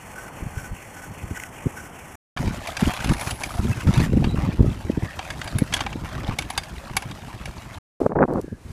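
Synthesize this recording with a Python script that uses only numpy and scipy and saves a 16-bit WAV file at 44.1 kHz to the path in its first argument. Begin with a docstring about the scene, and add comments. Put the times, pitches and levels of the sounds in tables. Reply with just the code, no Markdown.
"""A platter ski lift on a windy winter day, heard from three places with short silences between.
At the tower, the haul rope rolls over the sheaves as coloured noise that changes with each turn. On the track, an
empty platter scrapes over snow, then rubs and rustles after it lifts off, built of random grains and ringing
chips, while knocks ring the hanger's modes. Last, a platter passes overhead in a strong gust, with the lift far
off. At every place shaped noise and short bursts make the wind that buffets the microphone."""
import sys
import numpy as np
from scipy import signal
from scipy.fft import rfft, irfft, next_fast_len
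from scipy.io import wavfile
from scipy.ndimage import uniform_filter1d, minimum_filter1d, map_coordinates

SR = 44100
rng = np.random.default_rng(int(sys.argv[2]) if len(sys.argv) > 2 else 0)


def waveform_to_disk(signal):
    """Save audio, clipped to [-1, 1], as 16-bit WAV at the path in sys.argv[1]."""
    frames = np.transpose(np.atleast_2d(signal))
    scaled = np.clip(frames, -1, 1) * 32767
    samples = np.round(scaled).astype(np.int16)
    wavfile.write(sys.argv[1], SR, samples)


N = 384547

# when the microphone hears each place: start t/s, end t/s
TOWER, TRACK, OVERHEAD = (0, 2.155), (2.365, 7.785), (8.003, 8.73)

# Table levels are in dB; some layers add a gain of their own.
# wind under the gusts: [t/s, level/dB], and its spectrum: [f/Hz, density/dB]
WIND_LEVEL = [(0, -52.5), (2.15, -45.5), (2.45, -28.5), (2.65, -43.5), (3.25, -31.5), (3.5, -36),
              (4.25, -25), (4.8, -33), (5.2, -38.5), (5.75, -29), (6.6, -38), (7.4, -37.5), (8, -40.5)]
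WIND_SPECTRUM = [(25, -8.5), (60, 1.5), (110, -1), (200, -7.5), (310, -11), (520, -22.5), (850, -52.5)]
# gusts on the microphone: [start t/s, length/s, level/dB]
GUST_EVENTS = [(.4, 0.344, -41.5), (1.07, 0.28, -42.5), (2.39, 0.14, -28), (2.82, 0.07, -19.5),
               (3.045, 0.083, -20.5), (3.59, 0.13, -21.5), (3.865, 0.042, -16), (3.98, 0.51, -21.5),
               (4.58, 0.15, -20), (8, 0.07, -26.5), (8.093, 0.04, -27.5), (8.152, 0.066, -19.5),
               (8.215, 0.037, -19.5), (8.278, 0.12, -24.5)]
GUST_ATTACK_S, GUST_RELEASE_S = 0.0035, 0.0086
# single eddies that stand out at the microphone: [t/s, level/dB, centre f/Hz]
EDDY_EVENTS = [(0.43, -24, 145), (0.468, -26, 130), (0.575, -23, 124), (0.723, -26, 95.5), (1.24, -27, 119),
               (1.317, -22.5, 149), (1.666, -15, 156), (2.408, -19, 126), (2.476, -17.5, 130),
               (2.828, -12.5, 191), (2.875, -19.5, 222), (3.11, -17, 150), (3.654, -17, 230),
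               (3.892, -17, 188), (3.981, -9.5, 110.7), (4.138, -14, 208), (4.174, -10.5, 200),
               (4.227, -19.5, 280), (4.345, -16.5, 220), (4.609, -4, 178), (4.647, -18.5, 246),
               (4.901, -13.5, 248), (4.98, -15.5, 184), (5.025, -23.5, 800), (5.035, -17.5, 162),
               (5.561, -15.5, 130), (5.623, -10.5, 202), (5.96, -23.5, 254), (6.294, -18.5, 116),
               (8.017, -11.5, 423), (8.064, -7, 570), (8.121, -22.5, 696), (8.166, -17.5, 560),
               (8.19, -14, 584), (8.208, -11.5, 550), (8.221, -12, 650), (8.229, -7, 726),
               (8.238, -10.5, 620), (8.359, -15.5, 587), (8.446, -29.5, 246), (8.483, -32, 250),
               (8.528, -25, 201)]
EDDY_CYCLES = 1.59  # nominal length, in cycles of the centre frequency
# sound of the lift far off, whose level dips during the strong gusts at the last place: [t/s, level/dB],
# and its spectrum: [f/Hz, density/dB]
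FAR_LEVEL = [(8, -45.5), (8.15, -64), (8.4, -52), (8.55, -58), (8.72, -48)]
FAR_SPECTRUM = [(180, -40), (300, -23), (377, -8.5), (2400, -19.5), (3440, -26.5), (3860, -25),
                (9490, -27.5), (15000, -39)]
# faint ticks as the platter passes: [t/s, level/dB]
PASSING_TICKS = [(8.063, -49), (8.337, -47), (8.415, -42)]
ZOOM_END_S = 1.47
# squeaks of dry bearings: [t/s, f/Hz, level/dB, length/s]
BEARING_SQUEAKS = [(3.728, 2610, -37.5, 0.024), (4.309, 3900, -45.5, 0.043), (5.094, 1780, -41, 0.043),
                   (8.504, 1660, -56, 0.096)]

TURN_S = .399  # one turn of a sheave
# spectra at the tower, rope rolling, rubbing and hissing: [f/Hz, density/dB]
ROLL_SPECTRUM = [(25, -6), (70, 3), (200, -0.5), (420, -4), (830, -1.5), (1200, -6), (2000, -16),
                 (3300, -23.5), (3900, -67.5)]
RUB_SPECTRUM = [(1200, -10), (1900, 4), (2900, -4), (3500, -11.5), (3900, -28)]
HISS_SPECTRUM = [(3900, -19.5), (4900, -15.5), (5500, -5.5), (7700, -4), (10000, -6), (15500, -15)]
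# resonances of the sheave's rim, and of its groove: [f/Hz, width/Hz, level/dB]
SHEAVE_MODES = [(1510, 56, 8), (815, 22, 2.5), (5630, 280, -13)]
GROOVE_MODES = [(1950, 150, 3), (3100, 490, -15), (7050, 1980, -15.5)]
# worn spots that strike the rim in every turn: [share of the turn, ring level/dB]
WORN_RIM_SPOTS = [(0.469, -2.5), (0.615, -6.5)]
# the rope chafing in the groove: [t/s, level/dB, length/s]
ROPE_CHAFES = [(1.364, -38, 0.026), (1.401, -30, 0.0039), (1.437, -25, 0.0013)]

# platter scraping over the snow, then rubbing and rustling after it lifts off:
# [start t/s, length/s, low level/dB, crisp treble level/dB]
PLATTER_RUBS = [(2.337, 0.39, -40, -49.5), (2.787, 0.35, -35, -44.5), (3.164, 0.14, -38.5, -42),
                (3.37, 0.46, -42, -47), (3.866, 0.18, -36.5, -45.5), (4.366, 0.15, -42, -75),
                (5.027, 0.63, -45.5, -55), (5.719, 0.12, -40.5, -53.5), (6.027, 0.18, -42.5, -59),
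                (6.229, 0.08, -37, -66)]
RUB_ATTACK_S, RUB_RELEASE_S = 0.005, 0.049
RUSTLE_DB, RUSTLE_CRISP_DB = -44.5, -53  # the running lift, heard between the rubs
# spectra of the coarse, low grain and of the crisp treble: [f/Hz, density/dB]
SNOW_SPECTRUM = [(320, -30.5), (550, -1.5), (850, -0.5), (1480, -6), (2460, -8), (3980, -16), (6000, -22),
                 (7800, -50.5), (13200, -120)]
CRISP_SPECTRUM = [(2500, -7.5), (5000, 2), (7000, 3), (10500, -1.5), (11800, -3.5), (15000, -9.5)]
# the hanger's high ring, kept up by the drag: [t/s, level/dB]
SING_LEVEL = [(2.7, -75), (3.2, -47), (3.58, -51), (3.8, -77)]

# knocks of the hanger and its reel: [t/s, peak level/dB, high ring level/dB, favoured f/Hz]
HANGER_KNOCKS = [(2.372, -22, -35, 900), (2.672, -23, -10, 2260), (2.768, -20.5, -12.5, 1950),
                 (2.807, -28, -5, 1510), (2.936, -28, -5, 1100), (2.965, -33, -6, 1500),
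                 (3.003, -25.5, -20, 1600), (3.044, -24, -7, 1700), (3.072, -29, -6, 2690),
                 (3.092, -21.5, -13, 2300), (3.134, -26, -5, 1600), (3.21, -25, -4, 2300),
                 (3.271, -26, -20, 2300), (3.308, -22.5, -2.5, 2760), (3.435, -18.5, -8, 2410),
                 (3.938, -23.5, -10, 3220), (3.976, -25.5, -7, 1490), (4.001, -24, -16, 2454),
                 (4.242, -20, -41, 2720), (5.191, -21.5, -35, 2800), (5.303, -22.5, -17, 1900),
                 (5.415, -22.5, -24, 2750), (5.443, -32.5, -3, 1600), (5.476, -27, -12, 5600),
                 (5.585, -23, 2.5, 2300), (5.725, -21, -30.5, 3300), (5.738, -10.5, -12, 3300),
                 (5.747, -25.5, -8.5, 1650), (5.766, -21.5, -11.5, 1600), (5.774, -30, -10.5, 3300),
                 (5.806, -15.5, -28, 1860), (5.864, -19.5, -49, 850), (5.928, -28, -22, 2700),
                 (6.387, -14.5, -10, 2500), (6.422, -28, -9, 2600), (6.502, -22, -7, 800),
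                 (6.577, -14, -8, 4400), (6.897, -30.5, -43.5, 1100), (6.967, -11.5, -5, 2240),
                 (7.023, -29, -28, 780), (7.112, -30.5, -13, 3600), (7.456, -25.5, -12, 2500)]
# resonances of the hanger, and of its high ring: [f/Hz, width/Hz, level/dB]
HANGER_MODES = [(770, 94, -1.5), (1150, 120, -3), (1650, 110, -2), (2260, 100, 2.5), (2793, 470, -9),
                (3306, 85, -1), (3660, 53, -6), (4650, 88, 1), (6200, 220, -11), (8070, 200, -5)]
HIGH_MODES = [(9840, 89, -3), (10420, 510, 5.5)]
# spectrum of the crack of a knock: [f/Hz, density/dB]
CRACK_SPECTRUM = [(200, -4), (700, -7), (3000, -1), (5000, -1), (8500, -1), (15000, -21.5)]
REBOUND_S = (.018, .06)  # the loose reel knocks back after this long, earliest and latest
TAIL_T60 = .2  # s
LIFT_OFF_S = 4.1

TOP_HZ = 15100


def amp(db):
    """Decibels to gain."""
    return 10 ** (np.asarray(db) / 20)


def unit(x):
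    """Scale to rms 1."""
    return x / np.sqrt(np.mean(x ** 2) + 1e-20)


def clock():
    """The time of each sample in seconds."""
    return np.arange(N) / SR


def curves(rows):
    """One value per sample for each column after the time."""
    s, *cols = np.transpose(rows)
    return [np.interp(clock(), s, c) for c in cols]


def wobble(rate):
    """A smooth random curve, rate knots a second."""
    t = clock()
    coarse = t[::16]
    knots = rng.standard_normal(int(N * rate / SR) + 4)
    return np.interp(t, coarse, map_coordinates(knots, [coarse * rate]))


def filtered(x, response):
    """x times a response of frequency."""
    m = next_fast_len(len(x) + 8192)
    spectrum = rfft(x, m) * response(np.fft.rfftfreq(m, 1 / SR))
    return irfft(spectrum, m)[:len(x)]


def colour(points):
    """The response through (f/Hz, level/dB) points, falling away beyond both ends."""
    f, db = np.transpose(points)
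    knots = np.log([f[0] / 2, *f, f[-1] * 2])
    levels = [db[0] - 20, *db, -120]
    return lambda hz: amp(np.interp(np.log(hz + 1), knots, levels))


def body(modes):
    """The causal response of (f/Hz, width/Hz, level/dB) resonances, with alternating signs."""
    def response(f):
        return sum((-1) ** k * amp(db) * 1j * f * w / (c * c - f * f + 1j * f * w)
                   for k, (c, w, db) in enumerate(modes))
    return response


def bell(centre_hz, width_hz):
    """A band that falls away smoothly on both sides of its centre."""
    return lambda hz: np.exp(-((hz - centre_hz) / width_hz) ** 2)


def noise(response):
    """Steady noise of rms 1."""
    return unit(filtered(rng.standard_normal(N), response))


def place(sound, s):
    """A short sound set at time s."""
    return np.pad(sound, (max(round(s * SR), 0), N))[:N]


def burst(s, length, response, squeeze=1):
    """A short swell of noise around time s, with the energy of rms 1 over its length."""
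    t = np.arange(-8192, 8192) / SR
    swell = np.exp(-2 * (t / (length * squeeze)) ** 2)
    puff = filtered(rng.standard_normal(len(t)) * swell, response)
    return place(puff * np.sqrt(length * SR / np.sum(puff ** 2)), s + t[0])


def during(span):
    """Open while a place is heard, with short fades."""
    return uniform_filter1d(1.0 * (clock() >= span[0]) * (clock() < span[1]), 128)


def swells(rows, attack_s, release_s):
    """The gain of (start, length, level/dB) events that each rise, hold and fall."""
    t = clock()
    gain = 0
    for s, length, db in rows:
        corners = [s, s + attack_s, s + length, s + length + release_s]
        gain = gain + amp(db) * np.interp(t, corners, [0, 1, 1, 0])
    return gain


def patchy(x, depth_db):
    """Colour that shifts from moment to moment, as contacts move from place to place."""
    z = signal.stft(x, nperseg=1024)[2]
    across_pitch = uniform_filter1d(rng.standard_normal(z.shape), size=5, axis=0)
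    field = uniform_filter1d(across_pitch, size=4, axis=1)
    return unit(signal.istft(z * amp(depth_db * unit(field)), nperseg=1024)[1][:N])


def eddy(centre_hz, rise, fall):
    """Pressure of turbulence on the microphone's port: a hump with a steep fall above it."""
    return lambda hz: (hz / centre_hz) ** rise * np.exp(-fall * hz / centre_hz)


def turbulence(level_db, response, lump_db):
    """Wind noise at a given level, broken into lumps."""
    lumps = amp(lump_db * np.tanh(wobble(55)))
    return amp(level_db) * unit(lumps * noise(response))


def gusting(centre_hz, lump_db, rate, knock_db, knock_hz):
    """The inside of a gust: lumpy turbulence with a spatter of small, sharp eddies, rate a second."""
    knocks = (rng.random(N) < rate / SR) * rng.uniform(-1.4, 1, N)
    sharp = unit(filtered(knocks, eddy(knock_hz, rise=0.74, fall=1.48)))
    return unit(turbulence(0, eddy(centre_hz, rise=1.88, fall=2.3), lump_db) + amp(knock_db) * sharp)


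def buffets():
    """Single eddies thump the microphone; faster ones are shorter and brighter."""
    return sum(amp(db) * burst(s, EDDY_CYCLES / hz, eddy(hz, rise=1.656, fall=2.26), squeeze=0.88)
               for s, db, hz in EDDY_EVENTS)


def far_lift():
    """The lift at a distance as soft coloured noise, with faint ticks as the platter passes."""
    air = amp(curves(FAR_LEVEL)[0]) * noise(colour(FAR_SPECTRUM))
    return air + sum(amp(db) * burst(s, 0.0022, colour(CRISP_SPECTRUM)) for s, db in PASSING_TICKS)


def zoom(whine_hz=4370, width_hz=170, whine_db=-69, run_down_s=0.15):
    """The lens motor whines faintly, as narrow noise, while the camera zooms in, then runs down."""
    running = np.clip((ZOOM_END_S - clock()) / run_down_s, 0, 1)
    return amp(whine_db) * running * noise(bell(whine_hz, width_hz))


def squeaks(width_hz=130):
    """Dry bearings give brief, rough whistles: narrow bands of noise."""
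    return sum(amp(db) * burst(s, length, bell(hz, width_hz)) for s, hz, db, length in BEARING_SQUEAKS)


def each_turn(share, width):
    """A hump from 0 to 1 that comes round once in every turn; both settings are shares of a turn."""
    distance = (clock() / TURN_S - share + .5) % 1 - .5
    return np.exp(-(distance / width) ** 2)


def swish(mid_hz=2500, glide_hz=3300, band_hz=420, turn_share=0.12):
    """Once a turn a swish slides downwards: narrow noise on a falling carrier."""
    angle = (clock() / TURN_S + .5) % 1 - .5
    carrier = np.sin(2 * np.pi * np.cumsum(mid_hz - glide_hz * angle) / SR)
    return unit(np.exp(-(angle / turn_share) ** 2) * carrier * noise(bell(0, band_hz)))


def sheaves(roll_db=-42, rub_db=-50, slide_db=-58, hiss_db=-52, ring_db=-42, ring_rest_db=-16,
            grit_db=2, press_db=2, hiss_press_db=3.0, slack_db=6.0):
    """The rope rolls; once a turn it presses into the groove and eases, and worn spots ring the rim."""
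    slack = slack_db * each_turn(share=0.786, width=0.053)
    rub = press_db * each_turn(share=0.48, width=0.054) - slack
    hiss = hiss_press_db * sum(each_turn(share, width=0.088) for share, _ in WORN_RIM_SPOTS) - slack
    ring = amp(ring_rest_db) + sum(amp(db) * each_turn(share, width=0.072) for share, db in WORN_RIM_SPOTS)
    grit = grit_db * wobble(120)
    out = amp(roll_db + 1.58 * wobble(8.89)) * noise(colour(ROLL_SPECTRUM))
    out += amp(rub_db + rub + grit) * noise(colour(RUB_SPECTRUM))
    out += amp(hiss_db + hiss + grit) * noise(colour(HISS_SPECTRUM))
    out += amp(ring_db + 2 * grit) * ring * noise(body(SHEAVE_MODES))
    out += amp(slide_db) * swish()
    return out + sum(amp(db) * burst(s, length, body(GROOVE_MODES)) for s, db, length in ROPE_CHAFES)


def rub_levels():
    """The levels in dB of the low grain and of the crisp treble: scrapes and rubs over a steady rustle."""
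    start, length, low, crisp = np.transpose(PLATTER_RUBS)

    def level(db, rustle_db):
        gain = swells(zip(start, length, db), RUB_ATTACK_S, RUB_RELEASE_S)
        return 20 * np.log10(np.hypot(gain, amp(rustle_db)))
    return level(low, RUSTLE_DB), level(crisp, RUSTLE_CRISP_DB)


def crunch(rate, spread_db):
    """Grains, such as breaking snow crystals: random impulses of uneven size, rate a second."""
    return (rng.random(N) < rate / SR) * rng.standard_normal(N) * amp(spread_db * rng.standard_normal(N))


def chips(rate=260, centre_hz=1400, octaves=0.602, cycles=5, spread_db=4.0):
    """Small pieces, such as breaking icy lumps, each with a short ring of its own pitch."""
    count = int(rate * N / SR)
    start, pitch, size = rng.random((count, 3)).T[:, :, None]
    hz = centre_hz * 2 ** (octaves * np.sqrt(2) * np.tan(2 * pitch - 1) + pitch / 2)
    age = np.arange(SR // 50)  # samples since the break
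    turns = hz * age / SR
    loudness = amp(-spread_db * np.log(size + .02))
    rings = loudness * np.sin(2 * np.pi * turns) * np.exp(-turns / cycles)
    when = (start * N).astype(int) + age
    return unit(np.bincount(when.ravel(), rings.ravel(), N)[:N])


def judder(rate=55, uneven_db=5, tick_s=0.0035):
    """Coarse lumps pass at an uneven rate, each a tick that starts at once and dies within milliseconds."""
    passed = np.floor(np.cumsum(rate * amp(uneven_db * wobble(rate))) / SR)
    lumps = np.diff(passed, prepend=0) * rng.random(N)
    return unit(signal.lfilter([1], [1, -np.exp(-1 / (tick_s * SR))], lumps))


def platter(low_db=-2.0, crisp_db=-2.5, clump_db=3.0, patchy_db=3.5, grain_db=-3, chip_db=-4):
    """The platter scrapes, then rubs and rustles, in clumps of grains and chips; harder is more uneven."""
    low_level, crisp_level = rub_levels()
    pressure = np.interp(low_level, [-45, -35], [.5, 1])
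    clumps = clump_db * pressure * (np.tanh(wobble(60)) + 0.53 * np.tanh(wobble(240)))
    low = patchy(filtered(crunch(rate=5000, spread_db=-0.5), colour(SNOW_SPECTRUM)), patchy_db)
    high = patchy(filtered(crunch(rate=12000, spread_db=1.5), colour(CRISP_SPECTRUM)), patchy_db / 2)
    ticks = amp(grain_db) * pressure * judder()
    sing = amp(curves(SING_LEVEL)[0] + clumps) * noise(body(HIGH_MODES))
    coarse = amp(low_db) * (amp(clumps) + ticks) * low + amp(chip_db + clumps) * chips()
    treble = (amp(1.6 * clumps) + ticks / 2) * high
    return amp(low_level) * coarse + amp(crisp_level + crisp_db) * treble + sing


def loudest(x):
    """Scale so that the loudest 4 ms have rms 1."""
    return x / np.sqrt(uniform_filter1d(x * x, size=176).max())


def knock_force(t, t60, rise_s=0.00043, strike_db=11, tail_db=-26, rebound_db=-20):
    """A strike and a few milliseconds of chatter, with a weak rebound and a faint outdoor tail."""
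    def contact(start):
        rise = 1 - np.exp(-np.maximum(t - start, 0) / rise_s)
        return rise * amp(-60 * np.abs(t - start) / t60)
    rebound = amp(rebound_db) * contact(rng.uniform(*REBOUND_S))
    fade = contact(0) + rebound + amp(tail_db - 60 * t / TAIL_T60)
    return fade * rng.standard_normal(len(t)) + amp(strike_db) * (t == 0)


def struck_modes(favoured_hz, detune, favour_db=6, favour_octaves=0.23):
    """The hanger's modes for one knock: every point of contact favours other ones."""
    modes = []
    for hz, width, level in HANGER_MODES:
        favour = favour_db * np.exp(-(np.log2(hz / favoured_hz) / favour_octaves) ** 2)
        modes.append((hz * rng.normal(1, detune), width, level + favour + rng.normal(0, 1.7)))
    return modes


def hanger(clack_db=-5.0, crack_db=-3, chatter_t60=0.027, drag_t60=0.034, bright_hz=29000, hardness=0.37):
    """Each knock drives the hanger's steel modes, a broad crack and a high ring."""
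    t = np.arange(SR // 5) / SR
    out = np.zeros(N)
    for s, db, high_db, favoured_hz in HANGER_KNOCKS:
        # while the platter is on the snow the chatter lasts longer and the changing load detunes the modes
        t60, detune = (drag_t60, .05) if s < LIFT_OFF_S else (chatter_t60, .015)
        force = knock_force(t, t60)
        # weak knocks, and soft ones that hardly wake the high ring, are duller
        soft_hz = bright_hz * amp(hardness * (db + high_db))
        chatter = filtered(force, lambda hz: 1 / (1 + 1j * hz / soft_hz) ** 2)
        steel = loudest(filtered(chatter, body(struck_modes(favoured_hz, detune))))
        crack = loudest(filtered(chatter, colour(CRACK_SPECTRUM)))
        high = loudest(filtered(chatter, body(HIGH_MODES)))
        out += place(amp(db + clack_db) * (steel + amp(crack_db) * crack + amp(high_db) * high), s)
    return out


def scene():
    """Three places in turn, in one wind: gusts are dull at first, bright under the passing platter."""
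    gusts = swells(GUST_EVENTS, GUST_ATTACK_S, GUST_RELEASE_S)
    dull = gusts * gusting(centre_hz=127.3, lump_db=6.5, rate=32, knock_db=-2.5, knock_hz=166)
    bright = gusts * gusting(centre_hz=368, lump_db=0, rate=380, knock_db=-2.5, knock_hz=486)
    wind = turbulence(curves(WIND_LEVEL)[0], colour(WIND_SPECTRUM), lump_db=7.0) + buffets()
    bearings = squeaks()
    tower = sheaves() + zoom() + dull + wind
    track = platter() + hanger() + bearings + dull + wind
    overhead = far_lift() + bearings + bright + wind
    return during(TOWER) * tower + during(TRACK) * track + during(OVERHEAD) * overhead


def record(dry):
    """The camera's limiter holds down the highest peaks, and its band limit cuts the top treble."""
    needed = np.minimum(1, .85 / (np.abs(dry) + 1e-9))
    gain = uniform_filter1d(minimum_filter1d(needed, size=177), size=177)
    return filtered(dry * gain, lambda hz: np.clip((TOP_HZ - hz) / 200 + .5, 0, 1))


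dry = scene()
out = record(dry)
waveform_to_disk(out)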